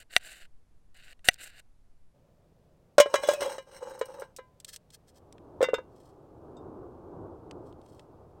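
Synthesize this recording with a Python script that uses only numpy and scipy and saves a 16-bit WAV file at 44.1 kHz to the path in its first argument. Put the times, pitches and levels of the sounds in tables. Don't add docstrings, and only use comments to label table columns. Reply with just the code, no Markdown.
import sys
import numpy as np
from scipy import signal
from scipy.io import wavfile
from scipy.ndimage import uniform_filter1d

SR = 44100
rng = np.random.default_rng(int(sys.argv[2]) if len(sys.argv) > 2 else 0)


def wav_out(sig):
    wavfile.write(sys.argv[1], SR, np.round(np.clip(np.atleast_2d(sig).T, -1, 1) * 32767).astype(np.int16))


N = 370440
TIME_S = np.arange(N) / SR
RING_S = TIME_S[:SR // 2]
SCENE_CHANGE_S = 2.13

# time_s, pitch_hz
BASE_NOTE = [(3.03, 585), (3.07, 568), (3.24, 581.5), (3.37, 586), (3.45, 537), (3.54, 542), (3.9, 516)]
# freq_hz, level_db
GRIT_SPECTRUM = [(1500, 8), (2600, 0), (2900, 7), (3600, -10.5), (3900, 7), (4600, -5), (5600, 7.5),
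                 (7200, -13.5), (8500, 6.5), (10000, -9.5), (16000, -11)]


def amp(db):
    return 10 ** (np.asarray(db) / 20)


def unit(x):
    return x / np.sqrt(np.mean(x ** 2) + 1e-20)


def at_hz(points, hz):
    f, value = np.transpose(points)
    return np.interp(np.log(hz + 1), np.log(f + 1), value)


def at_time(points, time_s):
    return np.interp(time_s, *np.transpose(points))


def add(mix, start_s, sound):
    part = mix[max(round(start_s * SR), 0):][:len(sound)]
    part += sound[:len(part)]


def colour(x, spectrum):
    hz = abs(np.fft.fftfreq(4096, 1 / SR))
    log_gain = np.log(amp(at_hz(spectrum, hz)))
    response = np.exp(np.conj(signal.hilbert(log_gain)))
    taps = np.fft.ifft(response).real[:len(hz) // 2]
    return signal.oaconvolve(x, taps / np.linalg.norm(taps))[:len(x)]


def grains(rate_hz, spread_db):
    at = np.flatnonzero(rng.random(N) < rate_hz / SR)
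    out = np.zeros(N)
    out[at] = rng.standard_normal(len(at)) * amp(spread_db * np.minimum(rng.exponential(1, len(at)), 4))
    return unit(out)


def wobble(depth_db, length_s):
    return amp(depth_db * unit(uniform_filter1d(rng.standard_normal(N), size=round(length_s * SR))))


def stroke(start_s, length_s, swell_db, attack_s, release_s, time_s=TIME_S):
    t = time_s - start_s
    rise = np.clip(t / attack_s, 0, 1)
    release = np.exp(-np.clip((t - length_s) / release_s, 0, 20))
    return rise * amp(swell_db * np.clip(t / length_s, 0, 1)) * release


def swells(rows):
    return sum(amp(db) * np.exp(-2 * np.pi * ((TIME_S - peak_s) / length_s) ** 2)
               for peak_s, db, length_s in rows)


def ring(modes):
    out = np.zeros(len(RING_S))
    for k, (hz, db, t60_s) in enumerate(modes):
        phase = 2 * np.pi * np.cumsum(np.broadcast_to(hz, RING_S.shape)) / SR
        out += (-1) ** k * amp(db) * np.exp(-np.log(1000) * RING_S / t60_s) * np.sin(phase)
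    return out


def burst(spectrum, t60_curve):
    hz, t, bands = signal.stft(rng.choice([-1., 1.], len(RING_S)), SR, nperseg=128)
    decay = np.exp(-np.log(1000) * t / at_hz(t60_curve, hz)[:, None])
    knock = signal.istft(bands * decay, SR)[1]
    return colour(knock[:len(RING_S)], spectrum)


def shimmer(spectrum, t60_curve, count=90):
    jitter, phase, size = rng.random((3, count, 1))
    hz = 330 + 15700 * ((np.arange(count)[:, None] + jitter) / count) ** 1.4
    t = RING_S[:len(RING_S) // 5]
    weight = (.25 + size ** 2) * (hz / hz.mean()) ** .15 * np.sqrt(5 / count)
    modes = np.exp(-np.log(1000) / at_hz(t60_curve, hz) * t) * np.sin(2 * np.pi * (hz * t + phase))
    return colour(np.pad((weight * modes).sum(0), (0, len(RING_S) - len(t))), spectrum)


def resonate(x, hz, width_hz):
    turn = np.exp(2j * np.pi * np.cumsum(hz) / SR)
    pole = np.exp(-np.pi * width_hz / SR)
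    return (turn * signal.lfilter([1 - pole], [1, -pole], x / turn)).real


def slicing(fizz_db=-47, firm_cut_db=-47, fizz_exponent=1.8):
    # start_s, length_s, attack_s, level_db, swell_db
    cuts = [(0, 0.028, 0.0021, -51.5, -4), (0.093, 0.088, 0.031, -54, 4.5), (0.19, 0.268, 0.075, -48, -11),
            (0.943, 0.187, 0.002, -60, 2), (1.243, 0.047, 0.004, -50, 8.5),
            (1.302, 0.065, .01, -53.5, -11.5), (1.375, 0.13, 0.05, -43.5, -14),
            (1.505, 0.096, 0.0085, -64, 10.5)]
    # freq_hz, level_db
    rasp_spectrum = [(300, -16.5), (700, -7), (950, -23.5), (1280, -14), (1500, 0.5), (1980, -2),
                     (2350, -7), (2850, 1), (3330, -15), (3650, -6), (4600, -9.5), (5200, -19), (9000, -43)]
    # freq_hz, level_db
    fizz_spectrum = [(2500, -22), (6300, -8), (7600, 3.5), (8300, -1.5), (9000, 1), (10200, -9.5),
                     (13000, -8.5), (16000, -16.5)]
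    force = sum(amp(db) * stroke(start_s, length_s, swell_db, attack_s, release_s=.004)
                for start_s, length_s, attack_s, db, swell_db in cuts)
    force *= wobble(depth_db=1.2, length_s=.012)
    rasp = unit(colour(grains(rate_hz=5000, spread_db=2.8), rasp_spectrum))
    fizz = unit(colour(grains(rate_hz=7000, spread_db=2.5), fizz_spectrum))
    return force * rasp + amp(fizz_db) * (force / amp(firm_cut_db)) ** fizz_exponent * fizz


def plate_clacks(knock_t60_s=.014, ring_db=4):
    # start_s, level_db, bump_db
    landings = [(0.1644, -15, -67.5), (1.193, -67.5, -80), (1.2868, -9, -50)]
    # pitch_hz, level_db, t60_s
    plate_modes = [(720, -9, 0.025), (1497.4, -3.5, 0.015), (1946.4, 1, 0.021), (2350, -9, .022),
                   (2767, 3, 0.014), (3750, 3, 0.0069), (5800, -8, 0.011), (6100, -20, 0.034),
                   (8620, -6, .014)]
    # freq_hz, level_db
    knock_spectrum = [(150, -32), (340, -27), (580, -6), (1100, -6), (2000, -4), (4000, -6.5), (5000, -9),
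                      (7200, -19), (8700, -6), (10000, -13.5), (16000, -29)]
    # freq_hz, level_db
    lap_spectrum = [(40, -3), (130, -0.5), (330, -22), (1000, -60)]
    bump = colour(signal.unit_impulse(len(RING_S)), lap_spectrum)
    bump /= bump.max()
    out = np.zeros(N)
    for start_s, db, bump_db in landings:
        clack = burst(knock_spectrum, [(1, knock_t60_s)]) + amp(ring_db) * ring(plate_modes)
        add(out, start_s, amp(db) * clack + amp(bump_db) * bump)
    return out


def air(camp_db=-64.5, stove_db=-63.5, calm_db=-79, draught_db=-56.5, pickup_s=5.24, rise_s=.22):
    # freq_hz, level_db
    camp_spectrum = [(20, 4.5), (130, -7.5), (280, -17), (700, -23.5), (3000, -36.5), (11000, -40),
                     (16000, -56.5)]
    # freq_hz, level_db
    stove_spectrum = [(20, 0), (150, -0.5), (300, -11.5), (580, -7), (850, -19), (2000, -30), (8700, -38),
                      (16000, -42.5)]
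    # freq_hz, level_db
    roar_spectrum = [(20, -18), (90, 4), (200, -5.5), (360, 0.5), (600, -5), (850, -8), (1200, -14),
                     (1550, -26.5), (3000, -81)]
    # peak_s, level_db, length_s
    gusts = [(5.52, -60.5, 0.59), (6.76, -51.5, 0.71), (7.22, -50, 0.33), (7.58, -52, 0.44)]
    camp, stove, roar, vortex = rng.standard_normal((4, N))
    at_stove = np.clip((TIME_S - SCENE_CHANGE_S) / .02, 0, 1)
    still = (1 - at_stove) * amp(camp_db) * unit(colour(camp, camp_spectrum))
    still += at_stove * amp(stove_db) * unit(colour(stove, stove_spectrum))
    pickup = (1 + np.tanh((TIME_S - pickup_s) / rise_s)) / 2
    wind = at_stove * (amp(calm_db) + amp(draught_db) * pickup + swells(gusts))
    flutter = unit(colour(roar, roar_spectrum) * wobble(depth_db=1, length_s=.0567))
    hollow_filter = signal.iirpeak(330, Q=330 / 130, fs=SR)
    hollow = unit(signal.lfilter(*hollow_filter, colour(vortex, roar_spectrum)))
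    return still + wind * (flutter + wind / wind.max() * hollow)


def wind_buffet(level_db=-54, corner_hz=9):
    at_plate = np.clip((SCENE_CHANGE_S - TIME_S) / .1, 0, 1)
    lowpass = signal.butter(2, corner_hz, fs=SR, output="sos")
    return amp(level_db) * at_plate * unit(signal.sosfilt(lowpass, rng.standard_normal(N)))


def crackles(handling_t60_s=.029, focus_db=6):
    # start_s, level_db, t60_s, centre_hz
    snaps = [(1.333, -47, 0.021, 8000), (1.342, -35.5, 0.0085, 9200), (4.3638, -40.5, 0.05, 9700),
             (4.6009, -45.5, 0.03, 5700), (4.6466, -35.5, 0.024, 5800), (4.7613, -36, 0.026, 5910),
             (4.9039, -54, 0.033, 5970), (5.3256, -47, 0.015, 5040), (5.3817, -54.5, .015, 1090),
             (7.511, -41, 0.015, 2000), (7.7263, -60, 0.014, 1790), (7.8152, -61, .016, 2800),
             (7.8623, -58.5, 0.018, 3500), (7.9948, -49, 0.019, 2365)]
    # peak_s, level_db, length_s
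    handling = [(4.693, -47.5, 0.04), (4.74, -44.5, 0.031), (4.942, -53, 0.038), (5.089, -62.5, 0.043),
                (5.17, -63, 0.045), (6.03, -73, 0.23), (7.678, -72.5, 0.073), (7.925, -72, 0.23)]
    # freq_hz, level_db
    crackle_spectrum = [(500, -22.5), (1500, -9), (2600, -7), (3700, -4.5), (5200, -6.5), (7000, -9.5),
                        (8300, -1), (10000, -14), (16000, -17)]
    slips = grains(rate_hz=1500, spread_db=3.2)
    handling_ring = burst(crackle_spectrum, [(1, handling_t60_s)])
    out = swells(handling) * unit(signal.oaconvolve(slips, handling_ring)[:N])
    for start_s, db, t60_s, centre_hz in snaps:
        spectrum = [(hz, band_db - focus_db * np.log2(hz / centre_hz) ** 2 / 2)
                    for hz, band_db in crackle_spectrum]
        add(out, start_s, amp(db) * burst(spectrum, [(1, t60_s)]))
    return out


def pan_wall(start_s, tilt_db_per_oct=0, favoured_hz=None, favour_db=5.5, favour_oct=.15):
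    # cold_hz, hot_hz, cold_db, hot_db, t60_s
    wall_modes = [(1046, 915, 2, -13, .2), (1622, 1490, -2, -7, .16), (2050, 2030, -6, -5, .15),
                  (2369, 2270, -6, -14, .16), (2946, 2762, -2, -1, .15), (3230, 3079, -10, -22, .13),
                  (3885, 3640, -3, -1, .11), (5053, 4850, -6, -14, .085), (5598, 5280, -9, -17, .09),
                  (6263, 6100, -1, -19, .055), (6745, 6621, -4, -15, .06), (7965, 7693, -6, -10, .06)]
    # time_s, rise_hz
    lean = [(3.03, -3), (3.08, 28), (3.15, 19), (3.24, 69), (3.3, 15), (3.38, 52), (3.58, 6.5)]
    cold_hz, hot_hz, cold_db, hot_db, t60_s = np.transpose(wall_modes)
    heat = np.interp(start_s, [3.1, 4.4, 5.6], [0, .3, 1])
    hz = cold_hz + heat * (hot_hz - cold_hz)
    db = cold_db + heat * (hot_db - cold_db)
    db += tilt_db_per_oct * np.log2(hz / np.median(hz)) + rng.standard_normal(len(hz))
    if favoured_hz:
        db += favour_db * np.exp(-(np.log2(hz / favoured_hz) / favour_oct) ** 2)
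    if 4.38 < start_s < 5.5:
        t60_s = t60_s * (1 + (hz[0] / hz) ** 2)
    rise_hz = at_time(lean, start_s + RING_S)
    bent_hz = [f + rise_hz * (hz[0] / f) ** .34 for f in hz]
    return ring(zip(bent_hz, db, t60_s))


def pan_blows(contact_s=.0004, spread_s=.0012, base_t60_s=.081, flex_t60_s=.07, leak_hz=340):
    # start_s, thump_db, clang_db, tilt_db_per_oct, wall_db, favoured_hz
    blows = [(2.9818, -2, -11.5, -1.5, -31.5, 1625), (3.0007, -3.5, -13.5, 1.5, -24.5, 2950),
             (3.0593, -21, -30, -6, -56, 1050), (3.1404, -12, -17.5, -1.5, -63, 2950),
             (3.155, -22.5, -27.5, 0, -31.5, 2050), (3.2357, -22, -37, -2.5, -45.5, 2060),
             (3.2874, -9, -26.5, 0.5, -33.5, 1625), (3.335, -22.5, -35, 4, -49, 2950),
             (3.4188, -18.5, -31.5, -2, -40.5, 2070), (3.582, -28, -39.5, -1, -49.5, 2950),
             (4.0125, -24, -25, -4, -48.5, 2950), (4.2203, -36.5, -36, -4.5, -58.5, 1610),
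             (4.386, -35, -37.5, -5.5, -59.5, 2076), (5.607, -13.5, -28.5, -8, -63, 2030),
             (5.615, -36, -24.5, -4, -61, 2030), (5.6276, -9, -27.5, 0.5, -38, 2760),
             (5.640, -22, -26, -2.5, -32, 2030), (5.6862, -23.5, -29.5, -6.5, -48, 2760),
             (5.7337, -13, -27.5, -8, -52, 2760), (5.7404, -19.5, -27, -2, -35.5, 3640),
             (5.783, -29.5, -28, -8.5, -73, 2030)]
    # freq_hz, level_db
    clang_spectrum = [(60, -24.5), (220, -31), (330, -14.5), (450, 10), (600, 3), (720, -10), (1000, 0),
                      (1500, 0), (2150, -5), (2650, -12.5), (3900, -9.5), (4600, -16), (5500, -12),
                      (8700, -13.5), (10000, -23.5), (16000, -24.5)]
    # freq_hz, t60_s
    clang_decay = [(100, 0.033), (500, 0.026), (1500, 0.069), (4000, 0.077), (9000, 0.05), (16000, 0.047)]
    # start_s, level_db
    taps = [(4.369, -56), (6.5685, -54)]
    out = np.zeros(N)
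    contact = 1 - np.exp(-RING_S / contact_s)
    spread = 1 - np.exp(-RING_S / spread_s)
    leak = signal.butter(2, leak_hz, "high", fs=SR)
    for start_s, thump_db, clang_db, tilt, wall_db, favoured_hz in blows:
        hz = at_time(BASE_NOTE, start_s + RING_S)
        base = ring([(hz, 0, base_t60_s)]) + ring([(.92 * hz, -14, flex_t60_s)])
        thump = signal.lfilter(*leak, contact * base)
        clang = shimmer([(f, db + tilt * np.log2(f)) for f, db in clang_spectrum], clang_decay)
        wall = pan_wall(start_s, .93 * tilt, favoured_hz) * spread
        add(out, start_s, amp(thump_db) * thump + amp(clang_db) * clang + amp(wall_db) * wall)
    for start_s, db in taps:
        ping = colour(pan_wall(start_s), [(1500, -73), (3600, -9), (8500, -3.5)])
        add(out, start_s, amp(db) * ping)
    return out


def scrape(metal_t60_s=.059, wall_db=-8, edges=3):
    # start_s, length_s, drag_db, grit_db, swell_db
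    shoves = [(3.017, 0.2, -52.5, -59, 9.5), (3.212, 0.088, -48, -46.5, 11), (3.272, 0.08, -42, -51, -25),
              (3.394, 0.14, -33, -40, -9), (3.656, .14, -52.5, -59, -2.5), (3.802, 0.16, -39.5, -51.5, -5),
              (4.014, 0.21, -49, -65, 3)]
    # freq_hz, level_db
    drag_spectrum = [(150, -32), (450, -7.5), (535, 8), (610, -10), (700, -17), (880, -3), (1100, -14.5),
                     (1600, -19), (2000, -31.5), (3500, -52)]
    catches = wobble(depth_db=2.8, length_s=.012)
    slips = catches * grains(rate_hz=2500, spread_db=2.8)
    metal = np.zeros(N)
    for _ in range(edges):
        load = wobble(depth_db=5, length_s=.059)
        edge_slips = catches * load * grains(rate_hz=420, spread_db=2.7)
        metal += signal.oaconvolve(edge_slips, shimmer(GRIT_SPECTRUM, [(1, metal_t60_s)]))[:N]
    wall = signal.oaconvolve(np.diff(slips), pan_wall(start_s=3.6))[:N]
    grit = unit(metal) + amp(wall_db) * unit(wall)
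    drag = unit(colour(slips, drag_spectrum))
    out = np.zeros(N)
    for start_s, length_s, drag_db, grit_db, swell_db in shoves:
        force = stroke(start_s, length_s, swell_db, attack_s=.038, release_s=.036)
        out += force * (amp(drag_db) * drag + amp(grit_db) * grit)
    return out


def skids(attack_s=.0095, release_s=.0097):
    # start_s, length_s, first_hz, last_hz, level_db
    squeals = [(3.231, .11, 3410, 3380, -47), (3.321, 0.066, 2640, 2510, -53),
               (3.333, 0.11, 5550, 5380, -63), (3.417, 0.078, 3300, 3240, -56.5)]
    # start_s, length_s, level_db
    drones = [(3.337, 0.07, -40), (3.435, 0.041, -34)]
    out = np.zeros(N)
    for start_s, length_s, first_hz, last_hz, db in squeals:
        hz = np.interp(RING_S, [0, length_s], [first_hz, last_hz])
        tone = unit(resonate(rng.standard_normal(len(RING_S)), hz, width_hz=45))
        add(out, start_s, amp(db) * tone * stroke(0, length_s, 0, attack_s, release_s, RING_S))
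    for start_s, length_s, db in drones:
        hz = at_time(BASE_NOTE, start_s + RING_S)
        tone = resonate(rng.standard_normal(len(RING_S)), hz, width_hz=12)
        tone /= np.std(tone[RING_S < length_s])
        add(out, start_s, amp(db) * tone * stroke(0, length_s, 0, attack_s, release_s, RING_S))
    return out


def burr_ticks(t60_s=.044):
    # start_s, level_db
    snags = [(3.274, -37), (3.3075, -37), (3.3185, -40), (3.336, -41), (3.8967, -49.5), (3.9922, -42.5),
             (4.056, -45), (4.1973, -44), (4.208, -47.5)]
    out = np.zeros(N)
    for start_s, db in snags:
        add(out, start_s, amp(db) * np.diff(shimmer(GRIT_SPECTRUM, [(1, t60_s)])))
    return out


def scene():
    mix = slicing() + plate_clacks() + air() + wind_buffet() + crackles()
    mix += pan_blows() + scrape() + skids() + burr_ticks()
    return mix[None]


def record(dry, ceiling=.74, cutoff_hz=16300):
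    limited = dry / (1 + (dry / ceiling) ** 4) ** (1 / 4)
    lowpass = signal.firwin(511, cutoff_hz, window=("kaiser", 9), fs=SR)
    return signal.oaconvolve(limited, lowpass[None], "same")


dry = scene()
out = record(dry)
wav_out(out)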